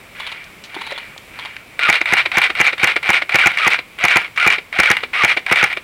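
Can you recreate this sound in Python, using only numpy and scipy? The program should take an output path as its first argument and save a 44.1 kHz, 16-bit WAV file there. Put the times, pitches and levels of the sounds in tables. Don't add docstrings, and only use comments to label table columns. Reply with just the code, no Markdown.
import sys
import numpy as np
from scipy import signal
from scipy.fft import rfft, irfft
from scipy.io import wavfile

SR = 44100
rng = np.random.default_rng(int(sys.argv[2]) if len(sys.argv) > 2 else 0)


def digitize_waveform(pressure):
    field = np.atleast_2d(pressure).T
    bounded = np.clip(field, -1, 1)
    quanta = np.round(bounded * 32767).astype(np.int16)
    wavfile.write(sys.argv[1], SR, quanta)


N = 257103
TIME = np.arange(N) / SR


def undb(db):
    return 10 ** (np.asarray(db) / 20)


def unit(x):
    return x / np.sqrt(np.mean(x ** 2))


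def add(track, s, sound):
    i = max(int(s * SR), 0)
    track[i:i + len(sound)] += sound[:N - i]


def convolve(x, response):
    return signal.fftconvolve(x, response)[:N]


def band(x, hz, width):
    return signal.lfilter(*signal.iirpeak(hz, hz / width, fs=SR), x)


def high_pass(x, hz):
    return signal.sosfilt(signal.butter(2, hz, "high", fs=SR, output="sos"), x)


def colour(x, tone, resonances=(), size=4096):
    hz, db = np.transpose(tone)
    bin_hz = np.arange(size // 2 + 1) * SR / size
    gain = undb(np.interp(np.log(bin_hz + 1), np.log(hz), db))
    cepstrum = irfft(np.log(gain))
    cepstrum[1:size // 2] *= 2
    cepstrum[size // 2 + 1:] = 0
    response = irfft(np.exp(rfft(cepstrum)))
    response = response + sum(undb(d) * band(response, f, w) for f, w, d in resonances)
    return convolve(x, response / np.linalg.norm(response))


def taps(events, lag=0):
    track = np.zeros(N)
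    for s, db, *_ in events:
        add(track, s + lag, undb([db]))
    return track


# (f/Hz, level/dB)
FIELD_TONE = [(15, -47), (25, -8.5), (141, -6.5), (317, -9.5), (451, -10), (503, -10), (677, -11.5),
              (988, -12.5), (1370, -11.5), (1480, -14.5), (2220, -9), (4610, -22.5), (6740, -28.5),
              (7310, -25), (16000, -30.5)]


def field():
    sway_db = np.interp(TIME, np.linspace(0, TIME[-1], num=60), rng.standard_normal(60))
    air = colour(rng.standard_normal(N), FIELD_TONE, resonances=[(2310, 240, 0)])
    return unit(air) * undb(-42 + sway_db)


def run(start, end, arcs, db=0, speed=1):
    return (start, end, *(speed * np.array(arcs[:3])), *(db + np.array(arcs[3:])))


def gears(runs, resonances, whine_db, overtone_db, rough_db, wobble, surge_db):
    scraping, whining = np.zeros((2, N))
    for start, end, *controls in runs:
        u = np.linspace(0, 1, max(int((end - start) * SR), 2))
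        arc = np.array([(1 - u) * (1 - 2 * u), 4 * u * (1 - u), u * (2 * u - 1)])
        hz, db = np.reshape(controls, (2, -1)) @ arc
        level = undb(db) * signal.windows.tukey(len(u), .05)
        slip, force, turn, grip = rng.standard_normal((4, 1024))
        knots = np.arange(len(slip))
        tooth = np.cumsum(hz) / SR
        friction = rng.standard_normal(SR // 2)[:len(u)]
        strength = undb(rough_db * force[tooth.astype(int)] + surge_db * np.interp(tooth / 3, knots, turn))
        tooth_gate = np.exp(-2 * (tooth % 1))
        add(scraping, start, level * unit(friction * strength * tooth_gate))
        phase = 2 * np.pi * (tooth + wobble * np.interp(tooth / 6, knots, slip))
        drive_db = 13 * min(np.log2(hz[-1] / 1150), 0) + 9 * (u - 1)
        pressure = undb(whine_db + drive_db + 3.5 * np.interp(tooth / 5, knots, grip))
        add(whining, start, level * pressure * (np.sin(phase) + undb(overtone_db) * np.sin(2 * phase)))
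    return scraping, sum(undb(db) * band(whining, hz, width) for hz, width, db in resonances)


# (first shot t/s, last shot t/s, tooth rate f/Hz at start, middle, end, level/dB)
FAR_BURSTS = [(0.201, 0.316, 3300, 3400, 2700, -30.5), (0.7436, 0.976, 3200, 3950, 3300, -32.5),
              (1.388, 1.449, 3095, 3150, 2900, -32.5)]
# (tooth rate f/Hz at start, middle, end, level/dB re the burst at the same)
FAR_SPIN_UP = (1101.5, 1550, 1902, -4, -4.5, -2)
FAR_RUN_DOWN = (2699.5, 2000, 1200.5, 0.5, -7, -18)


def far_cycle():
    runs = []
    for first, last, *rates, db in FAR_BURSTS:
        runs.append(run(first - .052, first, FAR_SPIN_UP, db))
        runs.append((first, last, *rates, db, db, db))
        runs.append(run(last, last + .2, FAR_RUN_DOWN, db))
    return runs


def chatter(impulses, decay):
    return convolve(impulses, np.exp(-TIME[:SR // 4] / decay)) * rng.standard_normal(N)


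# (t/s, level/dB)
FAR_SHOTS = [(.199, -17), (.2664, -15.5), (.3168, -17.5), (.7438, -16.5), (.8117, -17.5), (.866, -18),
             (.907, -19), (.9778, -17), (1.3893, -19), (1.4502, -17.5)]
# (f/Hz, level/dB)
FAR_TONE = [(150, -16), (500, -12), (780, -5.5), (930, 7.5), (1150, 0), (2200, -12.5), (3000, -2.5),
            (4200, -2), (5400, -22), (7000, -21), (8500, -27), (10200, -15.5), (11500, -41), (16000, -29)]
GEAR_TONE = [(100, -70), (300, -23), (450, -13.5), (900, -9), (1400, -4), (2250, -3), (2700, -6),
             (3600, -10), (4500, -16), (5600, -23), (7000, -33.5), (8800, -27.5), (11500, -42),
             (16000, -43.5)]
# (f/Hz, width/Hz, level/dB)
FAR_GEAR_MODES = [(1600, 400, -4), (2300, 250, -3), (3280, 300, 0), (3950, 300, -1)]
SHARED_MODES = [(740, 104, -8.5), (1444, 95, -1), (2010, 68, -9), (2170, 445, 6), (2338, 122, 9),
                (2800, 53, 6), (3160, 70, -5.5), (3690, 110, -8.5)]


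def far_gun():
    contacts = undb(-5.5) * taps(FAR_SHOTS) + undb(-7.5) * taps(FAR_SHOTS, lag=.006)
    clicks = colour(chatter(contacts, decay=.0048), FAR_TONE, SHARED_MODES)
    scrape, whine = gears(far_cycle(), FAR_GEAR_MODES,
                          whine_db=1, overtone_db=-20, rough_db=2.5, wobble=.19, surge_db=1.5)
    return clicks + undb(-.5) * colour(scrape, GEAR_TONE, SHARED_MODES) + whine


def echoes(x, t60, delay):
    t = TIME[:SR]
    scatter = band(rng.standard_normal(SR), hz=1060, width=7700)
    tail = scatter * np.exp(-np.log(1000) * t / t60) * (t > delay)
    return convolve(x, tail / np.linalg.norm(tail))


# (t/s, level/dB, f/Hz, width/Hz, decay/s)
KNOCKS = [(.441, -37.5, 3490, 5000, 0.0066), (0.638, -32, 2600, 3430, 0.018),
          (.764, -22.5, 890, 700, 0.0051), (.764, -24, 358, 220, 0.0057), (.920, -19.5, 560, 220, 0.0042),
          (0.9216, -20.5, 2070, 1450, 0.0052), (1.163, -31, 650, 600, 0.0026),
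          (1.178, -28, 2640, 3850, 0.0045), (1.5655, -19, 2050, 870, 0.0028),
          (3.586, -11.5, 2250, 1500, 0.0043), (4.361, -26.5, 2090, 1790, 0.019),
          (5.392, -25, 2130, 1200, 0.0051)]


def knocks():
    track, t = np.zeros(N), TIME[:SR // 8]
    for s, db, hz, width, decay in KNOCKS:
        contact = np.exp(-t / decay)
        ring = band(band(contact * rng.standard_normal(len(t)), hz, width), hz, width)
        add(track, s, undb(db) * ring * np.linalg.norm(contact) / np.linalg.norm(ring))
    return track


# (t/s, clack level/dB, motor speed ratio, whirr level/dB)
PULLS = [(1.7923, -8.5, 1, -1), (2.0572, -10.5, 1.19, 1.5), (2.3167, -10, 1.06, 1),
         (2.552, -13.5, 0.92, 0.5), (2.780, -14.5, 0.96, 1), (3.029, -12, 1.07, 1),
         (3.2935, -10.5, 0.99, 0), (3.5719, -11.5, 0.92, 0.5), (3.9872, -15.5, 0.88, 0),
         (4.3754, -8.5, 0.99, 0.5), (4.7277, -14.5, 0.98, -1), (5.1327, -16, .87, -0.5),
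         (5.4642, -10, 1.2, -.5)]
# (tooth rate f/Hz at start, middle, end, level/dB at the same)
TAKE_UP_PLAY = (300, 602, 1000, -43, -39.5, -28)
WIND_SLACK = (1100, 1430, 1150.5, -21.5, -16, -16.5)
WIND_HALF_COCKED = (390, 741, 859.5, -28.5, -20.5, -20.5)
WIND_AGAIN = (2249, 1780, 1132, -15.5, -11.5, -19.5)
BRAKE = (2251, 1799.5, 620, -16.5, -14, -39.5)
COAST = (1692, 1229.5, 535, -44, -26.5, -43.5)
PLAY_S, RELEASE_S = .007, .009
SLACK_WIND_S, PAIR_S = .09, .15
BRAKE_S, COAST_S, COAST_LAG_S = .082, .098, .021


def firing_cycle():
    runs, times = [], np.array([shot[0] for shot in SHOTS])
    for s, _, speed, db in PULLS:
        shot = times[times > s][0]
        wind = WIND_SLACK if shot - s > SLACK_WIND_S else WIND_HALF_COCKED
        runs.append(run(s - PLAY_S, s, TAKE_UP_PLAY, db))
        runs.append(run(s, shot - RELEASE_S, wind, db, speed))
    gaps = np.diff(times, prepend=-np.inf, append=np.inf)
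    for (s, _, wait, _, db), before, after in zip(SHOTS, gaps, gaps[1:]):
        if after < PAIR_S:
            runs.append(run(s + wait, s + after - RELEASE_S, WIND_AGAIN, db))
        elif before < PAIR_S:
            runs.append(run(s + COAST_LAG_S, s + COAST_LAG_S + COAST_S, COAST, db))
        else:
            runs.append(run(s + wait, s + wait + BRAKE_S, BRAKE, db))
    return runs


# (f/Hz, width/Hz, level/dB)
GEAR_MODES = [(1220, 170, 3), (1440, 170, 4), (1780, 200, -6), (2400, 170, -2), (780, 150, -2)]
# (f/Hz, level/dB)
CRACK_TONE = [(100, -26), (1500, -9), (3000, 9), (6500, 1.5), (10000, -1.5), (16000, -11)]
# (t/s, level/dB)
RASP = [(1.8, -4.5), (2.4, -8), (3.0, -13), (3.6, -16), (4.5, -35), (5.7, -22)]
# (tooth rate f/Hz at start, middle, end, level/dB at the same)
SPIN_FREE = (1401, 1899.5, 2251.5, -21.5, -22, -21.5)
SPIN_FREE_S = .039


def gearbox():
    loaded, whine = gears(firing_cycle(), GEAR_MODES,
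                          whine_db=-1, overtone_db=-3.5, rough_db=2.5, wobble=.135, surge_db=2)
    free_runs = [run(s + .004, s + .004 + SPIN_FREE_S, SPIN_FREE) for s, *_ in SHOTS]
    free, _ = gears(free_runs, GEAR_MODES, whine_db=0, overtone_db=0, rough_db=3, wobble=0, surge_db=2)
    catches = [(s + wait, db) for s, _, wait, db, _ in SHOTS]
    clacks = chatter(taps(PULLS) + taps(catches), decay=.0042)
    whirr = colour(undb(1) * loaded + free + clacks, GEAR_TONE, SHARED_MODES)
    rasp_db = np.interp(TIME, *np.transpose(RASP))
    rasp = undb(rasp_db) * band(band(whirr, 4000, 1600), 4000, 1600)
    return whirr + rasp + whine + undb(-24) * colour(clacks, CRACK_TONE)


# (t/s, level/dB, wait/s until the gears catch it, that clack's level/dB,
# level/dB of the whirr after it)
SHOTS = [(1.899, -1.5, .028, -5.5, -1.5), (2.1353, -2, 0.033, -6.5, -1), (2.3826, -1, 0.034, -4, 0),
         (2.612, -1.5, 0.031, -10, 0), (2.8427, 0, 0.03, -3, -2), (3.1025, -1.5, 0.029, -6, 0),
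         (3.3556, 0, 0.031, -5, -1), (3.4705, -.5, 0.046, -13.5, 2.5), (3.6772, -1, 0.026, -9, 0),
         (4.051, -1, 0.031, -3, -1.5), (4.1696, 0, 0.046, -14.5, 1), (4.4748, 0, 0.027, -7, -1),
         (4.8001, 0.5, 0.033, -2.5, -1.5), (4.914, 0.5, 0.054, -6, 0), (5.2475, -.5, 0.031, -13, -.5),
         (5.525, 0, 0.033, -6, -1), (5.6398, -1, 0.088, -10.5, 3)]
# (f/Hz, level/dB)
SLAM_TONE = [(100, -54), (400, -14.5), (800, -6.5), (1400, -3.5), (2300, -4.5), (2900, -12), (4500, -22),
             (7000, -34), (10000, -31), (16000, -46)]
BOUNCE_S = .0024


def piston():
    release = undb(-.5) * chatter(taps(SHOTS, lag=-.0119), decay=.0019)
    slide = undb(-7) * chatter(taps(SHOTS, lag=-.0086), decay=.017)
    slam = undb(1) * chatter(taps(SHOTS), decay=.0012)
    bounce = undb(-2.5) * chatter(taps(SHOTS, lag=BOUNCE_S), decay=.0038)
    body = colour(release + slide + slam + bounce, SLAM_TONE, SHARED_MODES)
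    contacts = undb(-8) * taps(SHOTS, lag=.0001) + undb(-10.5) * taps(SHOTS, lag=BOUNCE_S)
    crack = colour(chatter(contacts, decay=.0007), CRACK_TONE)
    kick = undb(-14.5) * taps(SHOTS, lag=-.00872)
    jolt = undb(-13.5) * high_pass(taps(SHOTS, lag=.0014), 580)
    return body + crack + stock(kick + jolt)


# (f/Hz, t60/s, level/dB)
STOCK_MODES = [(128.7, 0.082, -9), (207.2, 0.065, -4.5), (353, 0.035, -9), (372, 0.046, -3.5),
               (482, 0.065, -6), (713, 0.05, -8.5), (820, 0.062, -4)]


def stock(impulses):
    t = TIME[:SR // 4]
    modes = sum(undb(db) * np.sin(2 * np.pi * hz * t) * np.exp(-np.log(1000) * t / t60)
                for hz, t60, db in STOCK_MODES)
    return high_pass(convolve(impulses, modes), 115)


# (t/s, level/dB)
LATCH_HITS = [(2.0125, -5), (2.2585, -4), (2.501, -6), (2.730, -8), (2.9635, -2), (3.220, -6.5),
              (3.789, -10), (4.583, -11.5), (5.034, -7.5), (5.371, -3.5), (5.771, -10)]
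# (f/Hz, level/dB)
LATCH_TONE = [(100, -35), (220, -13), (330, -3), (550, -2.5), (900, -6), (2250, -3.5), (2800, -9),
              (4000, -8), (5000, -19.5), (6700, -33), (9000, -28), (16000, -58)]


def latch():
    graze = undb(-15) * chatter(taps(LATCH_HITS, lag=-.0047), decay=.0095)
    contacts = undb(-5.5) * taps(LATCH_HITS) + undb(-14) * taps(LATCH_HITS, lag=.002)
    clack = chatter(contacts, decay=.0054)
    rebound = undb(-18.5) * chatter(taps(LATCH_HITS, lag=.011), decay=.0081)
    return colour(graze + clack + rebound, LATCH_TONE, SHARED_MODES)


def scene():
    near = gearbox() + piston() + latch()
    distant = far_gun() + knocks()
    returns = echoes(undb(-23) * near + undb(-16.5) * distant, t60=.22, delay=.017)
    return (near + distant + returns + field())[None]


def record(dry):
    ceiling, knee = .74, 9
    whistle_hz, top_hz = 15553, 15900
    clipped = dry / (1 + np.abs(dry / ceiling) ** knee) ** (1 / knee)
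    whistle = undb(-66) * np.sin(2 * np.pi * whistle_hz * TIME)
    low_pass = signal.ellip(10, .2, 70, top_hz, fs=SR, output="sos")
    return signal.sosfilt(low_pass, clipped + whistle)


dry = scene()
out = record(dry)
digitize_waveform(out)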